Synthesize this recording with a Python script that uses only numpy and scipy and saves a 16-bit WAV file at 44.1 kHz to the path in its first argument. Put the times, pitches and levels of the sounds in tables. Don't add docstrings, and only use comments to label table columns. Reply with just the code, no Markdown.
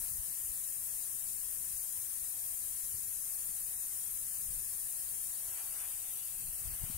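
import sys
import numpy as np
from scipy import signal
from scipy.io import wavfile
from scipy.ndimage import uniform_filter1d

SR = 44100
rng = np.random.default_rng(int(sys.argv[2]) if len(sys.argv) > 2 else 0)


def makeup_ratio(level_db):
    decades = np.asarray(level_db, float) / 20
    return 10 ** decades


def unload_audio(sound):
    columns = np.transpose(np.atleast_2d(sound))
    steps = np.round(np.clip(columns, -1, 1) * 32767)
    wavfile.write(sys.argv[1], SR, steps.astype(np.int16))


N = 307377
FRAME, HOP = 2048, 512


def rms_one(x):
    return x / np.sqrt(np.mean(x ** 2) + 1e-20)


def in_time(rows, s):
    at, *columns = np.transpose(rows)
    return [np.interp(s, at, column) for column in columns]


def at_hz(points, hz):
    point_hz, value = np.transpose(points)
    return np.interp(np.log(hz + 1), np.log(point_hz), value)


def drift(s, rate, count):
    knots = np.arange(-1, s[-1] * rate + 2) / rate
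    return np.array([np.interp(s, knots, row) for row in rng.standard_normal((count, len(knots)))])


def noise_frames():
    hz, s, frames = signal.stft(rng.standard_normal(N), SR, nperseg=FRAME, noverlap=FRAME - HOP)
    return hz[:, None], s, frames


def to_sound(frames):
    return signal.istft(frames, SR, nperseg=FRAME, noverlap=FRAME - HOP)[1][:N]


def panned(left, right, pan_db):
    share = 1 / (1 + makeup_ratio(-2 * pan_db))
    return np.array([left * np.sqrt(2 * share), right * np.sqrt(2 - 2 * share)])


def swells(rows, t):
    return np.array([makeup_ratio(2 * row[1]) * np.exp(-((t - row[0]) / row[2]) ** 2) for row in rows])


def comb_db(modes, hz):
    grid = np.arange(0, SR / 2, 10.)
    total = 0
    for mid_hz, width_hz, db in modes:
        total = total + db * np.exp(-4 * np.log(2) * ((grid - mid_hz) / width_hz) ** 2)
    return np.interp(hz, grid, total)


def near_comb_db(hz, port):
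    # centre in Hz, width in Hz, level in dB.
    near_left = [(3560, 150, -1.5), (4163, 1188, 2.7), (4230, 190, -7.5), (4314, 88, -4.7), (5143, 100, -6),
                 (5296, 441, 3.6), (5665, 80, -5.4), (5985, 108, -11), (6123, 136, 8.2), (6559, 166, 6.2),
                 (6310, 110, -6), (6900, 137, -12), (7076, 213, 6.5), (7366, 86, -5.6), (7688, 167, 3.2),
                 (7928, 83, -3.7), (8115, 175, 2.9), (8875, 215, -7.7), (9699, 933, 4.5),
                 (10200, 445, -7.8), (10850, 177, 2.8), (11333, 180, 6.0), (11566, 361, -3.1),
                 (12466, 95, -3.9), (13180, 121, 3.5), (13518, 161, 2.7), (14133, 261, -4.7),
                 (14828, 1433, 1.2), (15339, 276, -3.2)]
    near_right = [(1358, 286, -7.2), (1715, 445, 6.5), (2599, 118, 6.0), (2870, 215, -5.3),
                  (3535, 250, -5.0), (3960, 193, 5.1), (4493, 210, 5.4), (6008, 94, -3), (6335, 103, 5.7),
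                  (6720, 130, -5), (4860, 110, -6), (5300, 110, -5), (4230, 160, -6.5), (7132, 273, 9.5),
                  (7400, 208, -13), (7650, 110, -6), (7968, 278, 11.2), (8340, 240, -13), (8793, 528, 5.7),
                  (9136, 115, -9.2), (9362, 124, 8.0), (9723, 87, -9.9), (9858, 326, 8.5),
                  (10192, 1499, -4.5), (10934, 838, 5.9), (11331, 124, -9.3), (12546, 346, -5.4),
                  (13207, 782, 4.2), (14152, 144, -6.4), (14821, 123, -7.4), (15161, 290, -6.6),
                  (15490, 1071, 3.7)]
    # centre in Hz, width in Hz, level in dB.
    more_left = [(1033, 100, 2.7), (1421, 1800, -1.1), (2928, 100, -2.1), (3402, 100, 2.4),
                 (3617, 450, -3.0), (3919, 100, -2.4), (4200, 160, -3), (4478, 100, -2.6),
                 (5124, 100, -3.0), (5598, 150, 3.6), (5857, 150, 2.9), (5986, 100, -3.7), (6201, 100, 4.0),
                 (6503, 150, -2.1), (6890, 100, -2.7), (7450, 150, -2.3), (8570, 150, 2.1),
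                 (8957, 100, -3.3), (10465, 900, -1.4), (10895, 100, 2.3), (12316, 150, 2.2),
                 (12747, 100, 2.6), (13006, 150, -1.9), (13738, 100, -2.7), (14254, 250, -1.8),
                 (15676, 150, 2.8)]
    more_right = [(861, 150, -2.9), (1335, 150, 4.7), (2067, 1800, -1.0), (2842, 100, 4.6),
                  (3143, 100, -3.3), (3488, 250, -1), (3962, 100, -2.9), (4220, 100, 4.2),
                  (4521, 100, -3.5), (4780, 250, 2.2), (5038, 1800, 1.6), (5297, 100, 2.6),
                  (5469, 150, -2.6), (6632, 100, 4.1), (7235, 100, 3.0), (7665, 100, -2.6),
                  (8096, 150, 3.3), (8484, 100, 3.5), (8914, 250, 2.1), (9733, 100, -3.5),
                  (10637, 100, -2.8), (11197, 100, 3.3), (12489, 100, 2.5), (12661, 100, -3.5),
                  (13867, 150, -2.3), (14685, 150, 2.4)]
    return comb_db((near_left + more_left, near_right + more_right)[port], hz)


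def low_comb_db(hz, port):
    # centre in Hz, width in Hz, level in dB.
    low_left = [(2570, 1161, 3.2), (3300, 142, -5.1), (3745, 599, 3.6), (4646, 104, -6.6), (4791, 179, 3.0),
                (5131, 134, -11.9), (5205, 81, -5.2), (5754, 138, -9.5), (5837, 123, -8.0),
                (6093, 273, 8.7), (6321, 287, -7.8), (6953, 285, 7.3), (7408, 143, -8.9), (8032, 375, 3.0),
                (9408, 286, 4.2), (10265, 463, -3.5), (11463, 183, 4.1), (11992, 804, -3.7),
                (12769, 225, 3.1), (14847, 201, 2.5)]
    low_right = [(2930, 592, 6.1), (3287, 152, -9.6), (3785, 651, 3.4), (5176, 249, -4.0),
                 (6158, 104, -4.1), (6593, 488, 3.4), (6798, 214, -4.8), (7857, 299, 6.2),
                 (8158, 114, -3.5), (8297, 613, 2.3), (8669, 276, 7.3), (9480, 188, -2.8),
                 (10288, 579, -3.5), (11031, 267, 3.0), (12029, 1499, -3.5), (12949, 684, 4.0),
                 (13727, 218, -3.4), (14656, 788, -4.1), (15075, 107, -5.4), (15733, 1327, 1.2)]
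    # centre in Hz, width in Hz, level in dB.
    more_left = [(3143, 100, -2.8), (3186, 450, 3.0), (4435, 100, 3.7), (5167, 250, 3.6), (5770, 150, 8.8),
                 (6244, 100, -5.0), (6675, 150, -2.5), (6933, 150, 2.5), (7192, 150, -3.0),
                 (7407, 150, 7.4), (9130, 150, -4.0), (9905, 100, -3.5), (11455, 1800, 0.9),
                 (12273, 150, 2.3)]
    more_right = [(2540, 250, 3.1), (3100, 250, 3.1), (3488, 250, 6.6), (3962, 450, -1.8),
                  (5124, 1800, 2.7), (5684, 150, -4.2), (6287, 150, 4.2), (7407, 150, 3.2),
                  (7579, 100, -4.9), (8354, 450, 4.3), (9173, 250, 3.8), (9991, 250, -2.9),
                  (10723, 100, -4.1), (15719, 1800, 3.0)]
    return comb_db((low_left + more_left, low_right + more_right)[port], hz)


def sweeps_db(hz, s, port, width_hz):
    # from in seconds, to in seconds, from in Hz, to in Hz, depth in dB.
    sweeps_left = [(4.4, 6.3, 11800, 17000, -12), (5.5, 7.1, 14000, 12450, -9),
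                   (5.0, 5.65, 14000, 13800, -12), (5.8, 6.45, 7400, 7450, -5), (6.4, 7.1, 8200, 8600, -10),
                   (6.3, 7.0, 13000, 14800, 0), (4.3, 6.25, 14000, 9900, -8), (6.5, 7.8, 13250, 16000, -9),
                   (7.6, 7.0, 15150, 15250, -14), (5, 7.8, 15000, 11200, -10), (6.45, 7.0, 6600, 7300, -13)]
    sweeps_right = [(3.7, 6.3, 12500, 11900, -13), (6.5, 6.1, 10100, 10600, -9), (5.3, 6.3, 7800, 7100, -3),
                    (5.5, 6.0, 16000, 13900, -13), (6.3, 6.9, 14100, 14400, -10),
                    (6.2, 7.2, 7100, 7000, -12), (5.0, 7.3, 8300, 11000, -13), (4.3, 5.9, 6900, 7500, -5),
                    (6.45, 7.1, 10650, 10750, -12), (5.6, 6.2, 14100, 15000, -8),
                    (6.0, 6.35, 8100, 9900, -14), (6.3, 7.0, 14900, 15300, -13),
                    (6.8, 7.3, 9300, 10200, -8), (5.8, 7.0, 13300, 13800, -9), (6.6, 7.0, 9700, 12300, -12),
                    (7.3, 9.3, 14000, 12800, -12)]
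    total = 0
    for start, end, from_hz, to_hz, db in (sweeps_left, sweeps_right)[port]:
        way = np.clip((s - start) / (end - start), 0, 1)
        fade = np.sqrt(np.sin(np.pi * way) + 1e-9)
        notch_hz = from_hz + (to_hz - from_hz) * way
        total = total + db * fade * np.exp(-((hz - notch_hz) / width_hz) ** 2)
    return total


def staged_ripples_db(hz, s, port):
    # centre in Hz, width in Hz, level in dB.
    early_left = [(2710, 100, -1.6), (3230, 250, -1.8), (3450, 100, -1.8), (3620, 100, 2.6),
                  (3880, 100, 1.9), (4260, 150, 7.3), (4820, 150, -2.0), (5080, 150, 2.4),
                  (5560, 100, -3.0), (5730, 100, 2.7), (5860, 100, -2.8), (6030, 100, 2.0),
                  (6240, 100, -2.8), (6370, 100, 3.1), (6760, 100, -3.7), (6930, 100, 3.2),
                  (7450, 100, 1.7), (7880, 250, -1.2), (8440, 150, -3.1), (8830, 100, -1.7),
                  (8960, 150, 1.5), (10340, 100, 2.3), (12020, 100, 2.5), (13820, 100, 1.7),
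                  (14080, 100, 1.6), (14300, 100, 3.1)]
    early_right = [(2580, 450, -3.3), (2840, 100, -3.0), (2970, 100, 2.8), (3570, 150, 7.6),
                   (3790, 100, -3.7), (4690, 150, -2.6), (4910, 150, 3.4), (5340, 150, 4.7),
                   (5900, 250, 2.6), (6630, 150, -2.4), (6760, 100, 5.6), (7280, 100, -9.9),
                   (7540, 250, 7.0), (8050, 250, -2.1), (8180, 100, -8.5), (8310, 150, 5.0),
                   (8480, 150, 2.2), (8610, 100, -4.5), (9000, 250, -2.4), (9520, 100, -3.3),
                   (10470, 100, 2.6), (11280, 100, -4.4), (11970, 100, -3.7), (12790, 150, 3.1),
                   (14770, 100, -4.3), (15250, 450, 2.9)]
    # centre in Hz, width in Hz, level in dB.
    middle_left = [(3230, 150, 2.9), (5210, 150, 3.9), (5770, 150, 3.3), (6240, 150, -3.6), (6460, 250, 2.5),
                   (7190, 150, -4.9), (9040, 900, -2.4), (10120, 450, -1.9), (10550, 250, 4.2),
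                   (12100, 150, -4.6), (12490, 250, 6.6), (15120, 250, -2.8)]
    middle_right = [(3270, 150, 6.2), (4740, 150, 5.4), (5040, 150, -4.1), (5250, 250, 4.4),
                    (6030, 250, 6.3), (6850, 150, 4.8), (8400, 150, -5.5), (8870, 450, -2.2),
                    (9260, 150, 4.9), (12100, 150, -3.7), (13390, 250, 2.8), (14770, 450, 2.1)]
    # centre in Hz, width in Hz, level in dB.
    late_left = [(3360, 900, -2.8), (4310, 250, 3.7), (5040, 150, 5.4), (5210, 150, -5.5),
                 (5640, 150, -3.9), (5990, 150, 4.0), (6200, 150, -7.1), (6370, 150, 4.4),
                 (6930, 150, 6.0), (7190, 150, -7.3), (9260, 450, 2.3), (9820, 250, -3.7),
                 (10470, 150, 5.8), (11070, 150, 3.3), (11150, 900, -4.1), (11890, 450, 6.7),
                 (14170, 900, 2.3), (15420, 450, 6.0)]
    late_right = [(3400, 150, 4.8), (3570, 150, -5.2), (4440, 250, 6.4), (4780, 250, -6.7),
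                  (6070, 250, 5.5), (6460, 150, -6.4), (6930, 250, 3.7), (7240, 150, -5.7),
                  (7320, 900, 5.3), (8400, 250, 6.1), (9600, 150, 5.1), (10080, 450, -6.0),
                  (11540, 250, 3.9), (12190, 450, -4.2), (12920, 150, 5.0), (13050, 900, -4.7),
                  (15200, 150, 5.5), (15420, 150, -6.3)]
    swing_from_s, settle_from_s, blend_s, depth = 5.5, 6.4, 0.27, 0.75
    swung = np.clip((s - swing_from_s) / blend_s + .5, 0, 1)
    settled = np.clip((s - settle_from_s) / blend_s + .5, 0, 1)
    still, swing, settle = [(early_left, middle_left, late_left), (early_right, middle_right, late_right)][port]
    ripples = (1 - swung) * comb_db(still, hz)
    ripples = ripples + (swung - settled) * comb_db(swing, hz)
    ripples = ripples + settled * comb_db(settle, hz)
    return depth * ripples


def far_echoes(hz, s, travel, count):
    # first echo in seconds, last in seconds, level of each in dB, path change in seconds over the move.
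    echo_range = (.002, 0.02, -17, -0.1)
    first, last, level_db, change = echo_range
    delays = rng.uniform(first, last, (count, 1)) + change * rng.standard_normal((count, 1)) * travel
    bright = hz ** 2 / (hz ** 2 + 1800 ** 2)
    echoes = sum(np.exp(-2j * np.pi * (hz * delay).astype(np.float32)) for delay in delays)
    return 1 + bright * makeup_ratio(level_db) * echoes


def leak(t):
    # time in seconds, hiss in dB, left-right in dB.
    leak_level = [
        (0.0, -38.5, 8.5),
        (0.15, -40, 6.5),
        (1.38, -40, 8),
        (2.66, -40, 7.5),
        (5.28, -40, 6.5),
        (6.48, -41, 5),
        (6.68, -41, 5),
        (6.97, -41, 7),
    ]
    # time in seconds, place from 0 near the fitting to 1 lowered, stretch of the echo comb in %.
    hand = [
        (0, 0.016, 0.26),
        (2.5, 0.0097, 0.092),
        (4.9, 0.02, 0.0075),
        (5.5, 0.12, 0.06),
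        (5.9, 0.73, 1),
        (6.2, 0.97, -0.88),
        (6.5, 0.32, 2),
        (6.75, 0.47, -1),
        (6.97, 0.68, 2),
    ]
    # frequency in Hz, level in dB per Hz.
    jet_left = [(300, -23), (700, -25.5), (1400, -21), (2500, -20.5), (4000, -20), (5500, -15),
                (7000, -8.5), (8500, -0.8), (10000, 1), (12000, -2.5), (14000, -3.5), (15700, -5.5)]
    jet_right = [(300, -27), (700, -16.5), (1400, -19), (2500, -14.5), (4000, -13), (5500, -12.5),
                 (7000, -13), (8500, -8), (10000, 1), (12000, -0.3), (14000, -2), (15700, -7.5)]
    # frequency in Hz, share common to both ports (0 to 1).
    likeness = [(300, 0.6), (1000, 0.45), (3000, 0.45), (6000, .42), (9500, .65), (11000, 0.55),
                (15000, 0.34)]
    lead_s, phase_turn = 0.00001, 2.5

    hz, s, common = noise_frames()
    place, stretch = in_time(hand, s)
    place, alike = np.clip(place, 0, 1), np.clip(at_hz(likeness, hz), 0, 1)
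    late = np.exp(-2j * np.pi * hz * lead_s)
    cut = 1 / np.sqrt(1 + (220 / (hz + 1)) ** 4)
    band = np.minimum(np.searchsorted(np.geomspace(300, 16000, 24), hz[:, 0]), 23)
    ports = []
    for port, (jet, lag) in enumerate([(jet_left, 1), (jet_right, late)]):
        tremor = 0.22 * drift(s, rate=4.1, count=1)[0]
        seen_hz = hz / (1 + (stretch + tremor) / 100)
        comb = (1 - place) * near_comb_db(seen_hz, port) + place * low_comb_db(seen_hz, port)
        comb = comb + sweeps_db(hz, s, port, width_hz=120) + staged_ripples_db(hz, s, port)
        turbulence_db = 0.5 * drift(s, rate=9.0, count=24)[band]
        echoes = far_echoes(seen_hz, s, place + .3 * stretch + .9 * tremor, count=4)
        phase = phase_turn * np.log(10) / 20 * signal.hilbert(near_comb_db(hz[:, 0], port)).imag
        turn = np.exp(1j * phase)[:, None]
        shared = np.clip(alike * makeup_ratio(.7 * comb), 0, .95)
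        own = noise_frames()[2]
        mix = np.sqrt(shared) * common * lag * turn + np.sqrt(1 - shared) * own
        colour = makeup_ratio(at_hz(jet, hz) + 0.91 * comb + turbulence_db)
        ports.append(rms_one(to_sound(mix * echoes * cut * colour)))
    hiss_db, pan_db = in_time(leak_level, t)
    flutter_db = 0.15 * drift(t, rate=30.0, count=1)[0]
    return makeup_ratio(hiss_db + 3.0 + flutter_db) * panned(*ports, pan_db)


def rumble(t):
    # frequency in Hz, level in dB per Hz.
    rumble_colour = [(7.1, -9.5), (12, 5), (48, -2), (139, -7.5), (300, -23), (500, -25), (650, -69),
                     (1100, -120)]
    # time in seconds, peak in dB, length in seconds, left-right in dB.
    buffet_rows = [(0.0, -59, 0.046, 11), (0.163, -59, 0.059, 18), (0.304, -64, .03, 11),
                   (.48, -65.5, .05, 14), (2.964, -59.5, 0.028, 3), (3.07, -64, .02, 3),
                   (4.53, -56, 0.066, 2), (6.45, -56.5, .09, 10), (6.67, -53.5, 0.07, 15),
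                   (6.833, -50, 0.017, 23), (6.93, -52.5, 0.076, 15)]
    calm_db, calm_pan_db, calm_lump_db = -64.5, 1.5, 1

    hz, s, common = noise_frames()
    colour = makeup_ratio(at_hz(rumble_colour, hz))
    left, right = [rms_one(to_sound(colour * (0.72 * common + 0.73 * noise_frames()[2]))) for port in range(2)]
    calm = makeup_ratio(2 * (calm_db + calm_lump_db * drift(s, rate=12.0, count=1)[0]))
    buffets = swells(buffet_rows, s)
    power = calm + buffets.sum(axis=0)
    pan_db = (calm * calm_pan_db + np.array(buffet_rows)[:, 3] @ buffets) / power
    gain, pan_db = np.interp(t, s, np.sqrt(power)), np.interp(t, s, pan_db)
    flutter_db = 1.0 + 1.5 * drift(t, rate=30.0, count=1)[0]
    return gain * makeup_ratio(flutter_db) * panned(left, right, pan_db)


def puffs(t):
    # time in seconds, peak in dB, length in seconds, left-right in dB, push 1 or pull -1.
    puff_rows = [(.03, -44.5, 0.016, 15, -1), (.114, -44, 0.0066, 18, 1), (.15, -43.5, .009, 18, -1),
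                 (0.198, -37.5, 0.0096, 22, -1), (0.448, -48, .007, 14, 1), (0.505, -44.5, .012, 14, 1),
                 (2.947, -44.5, 0.0069, 3, 1), (4.504, -49, .008, 2, -1), (4.574, -46, 0.018, 4, 1),
                 (6.498, -43, 0.015, 9, -1), (6.655, -37, 0.0082, 18, 1), (6.676, -36.5, 0.0087, 21, 1),
                 (6.735, -43, .012, 15, 1), (6.827, -37.5, .012, 21, -1), (6.839, -32, 0.0053, 23, 1),
                 (6.901, -36.5, 0.0032, 12, 1), (6.952, -37, 0.0071, 16, 1), (6.965, -40.5, 0.0055, 17, 1)]
    out = np.zeros((2, N))
    for s, db, length, pan_db, way in puff_rows:
        u = (t - s) / length * 2.33
        swing = (1 - u ** 2) * np.exp(-u ** 2 / 2)
        out += np.sign(way) * makeup_ratio([[db], [db - pan_db]]) * swing
    return out


def brushes(t):
    # time in seconds, level in dB, length in seconds.
    strokes = [
        (.04, -72, 0.054),
        (5.56, -66, 0.066),
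        (5.72, -66.5, 0.25),
        (5.81, -65, 0.047),
        (6.66, -69.5, .08),
        (6.85, -66, 0.12),
    ]
    low_hz, high_hz = 700, 4350
    hollow_hz, hollow_width_hz, hollow_db = 722, 60, -82

    hz, s, common = noise_frames()
    slope = 1 / np.sqrt((1 + (low_hz / (hz + 1)) ** 4) * (1 + (hz / high_hz) ** 4))
    rustle = np.sqrt(swells(strokes, s).sum(axis=0)) * makeup_ratio(14.5) * slope
    hollow_level = makeup_ratio(hollow_db + 24 + 3.4 * drift(s, rate=3.4, count=1)[0])
    hollow = hollow_level / (1 + ((hz - hollow_hz) / hollow_width_hz) ** 2)
    ports = []
    for port_db in (-1.5, 1.5):
        noise = 0.89 * common + 0.5 * noise_frames()[2]
        ports.append(makeup_ratio(port_db) * to_sound((rustle + hollow) * noise))
    return np.array(ports)


def scene():
    t = np.arange(N) / SR
    return leak(t) + rumble(t) + puffs(t) + brushes(t)


def spectral_gate(x):
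    # frequency in Hz, threshold in dB against the surrounding band.
    gate_curve = [(300, -10.5), (700, -1.5), (1400, -1), (2500, 2.5), (3600, 4.5), (5000, 4.5), (6200, 3),
                  (7500, -0.5), (9000, -5.5), (12000, -5.5), (15000, 0)]
    port_offset_db = [-.4, 1.4]
    block, block_start, cutoff_hz = 1024, 824, 15765
    wander_db, wander_per_s, patch_margin_db = 1.3, 14.0, -5.5

    n, k = np.arange(2 * block)[:, None], np.arange(block)
    window = np.sin(np.pi * (n + .5) / (2 * block))
    basis = window * np.cos(np.pi / block * (n + .5 + block / 2) * (k + .5))
    front, hz = 2 * block - block_start, (k + .5) * SR / (2 * block)
    padded = np.pad(x, ((0, 0), (front, 2 * block - (front + N) % block)))
    halves = padded.reshape(2, -1, block)
    lines = np.concatenate([halves[:, :-1], halves[:, 1:]], axis=2) @ basis

    around = uniform_filter1d(np.log(lines ** 2 + 1e-20), size=61, axis=2)
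    around = uniform_filter1d(around, size=9, axis=1)
    level = np.exp(around / 2) * 1.89
    frame_s = np.arange(lines.shape[1]) * block / SR
    wander = drift(frame_s, wander_per_s, count=128).reshape(2, 64, -1)
    wander = np.repeat(wander, block // 64, axis=1).transpose(0, 2, 1)
    limit_db = at_hz(gate_curve, hz) + np.reshape(port_offset_db, (2, 1, 1)) + wander_db * wander
    limit = level * makeup_ratio(limit_db)
    patch = np.sqrt(uniform_filter1d(uniform_filter1d(lines ** 2, size=5, axis=2), size=3, axis=1))
    strong = (np.abs(lines) > limit) * (patch > limit * makeup_ratio(patch_margin_db))
    kept = lines * strong * (hz < cutoff_hz)
    back = kept @ basis.T * 2 / block
    joined = (back[:, 1:, :block] + back[:, :-1, block:]).reshape(2, -1)
    return joined[:, front - block:][:, :N]


def top_cut(x):
    return signal.sosfilt(signal.butter(12, 15825, fs=SR, output="sos"), x)


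def record(dry):
    return top_cut(spectral_gate(dry))


dry = scene()
out = record(dry)
unload_audio(out)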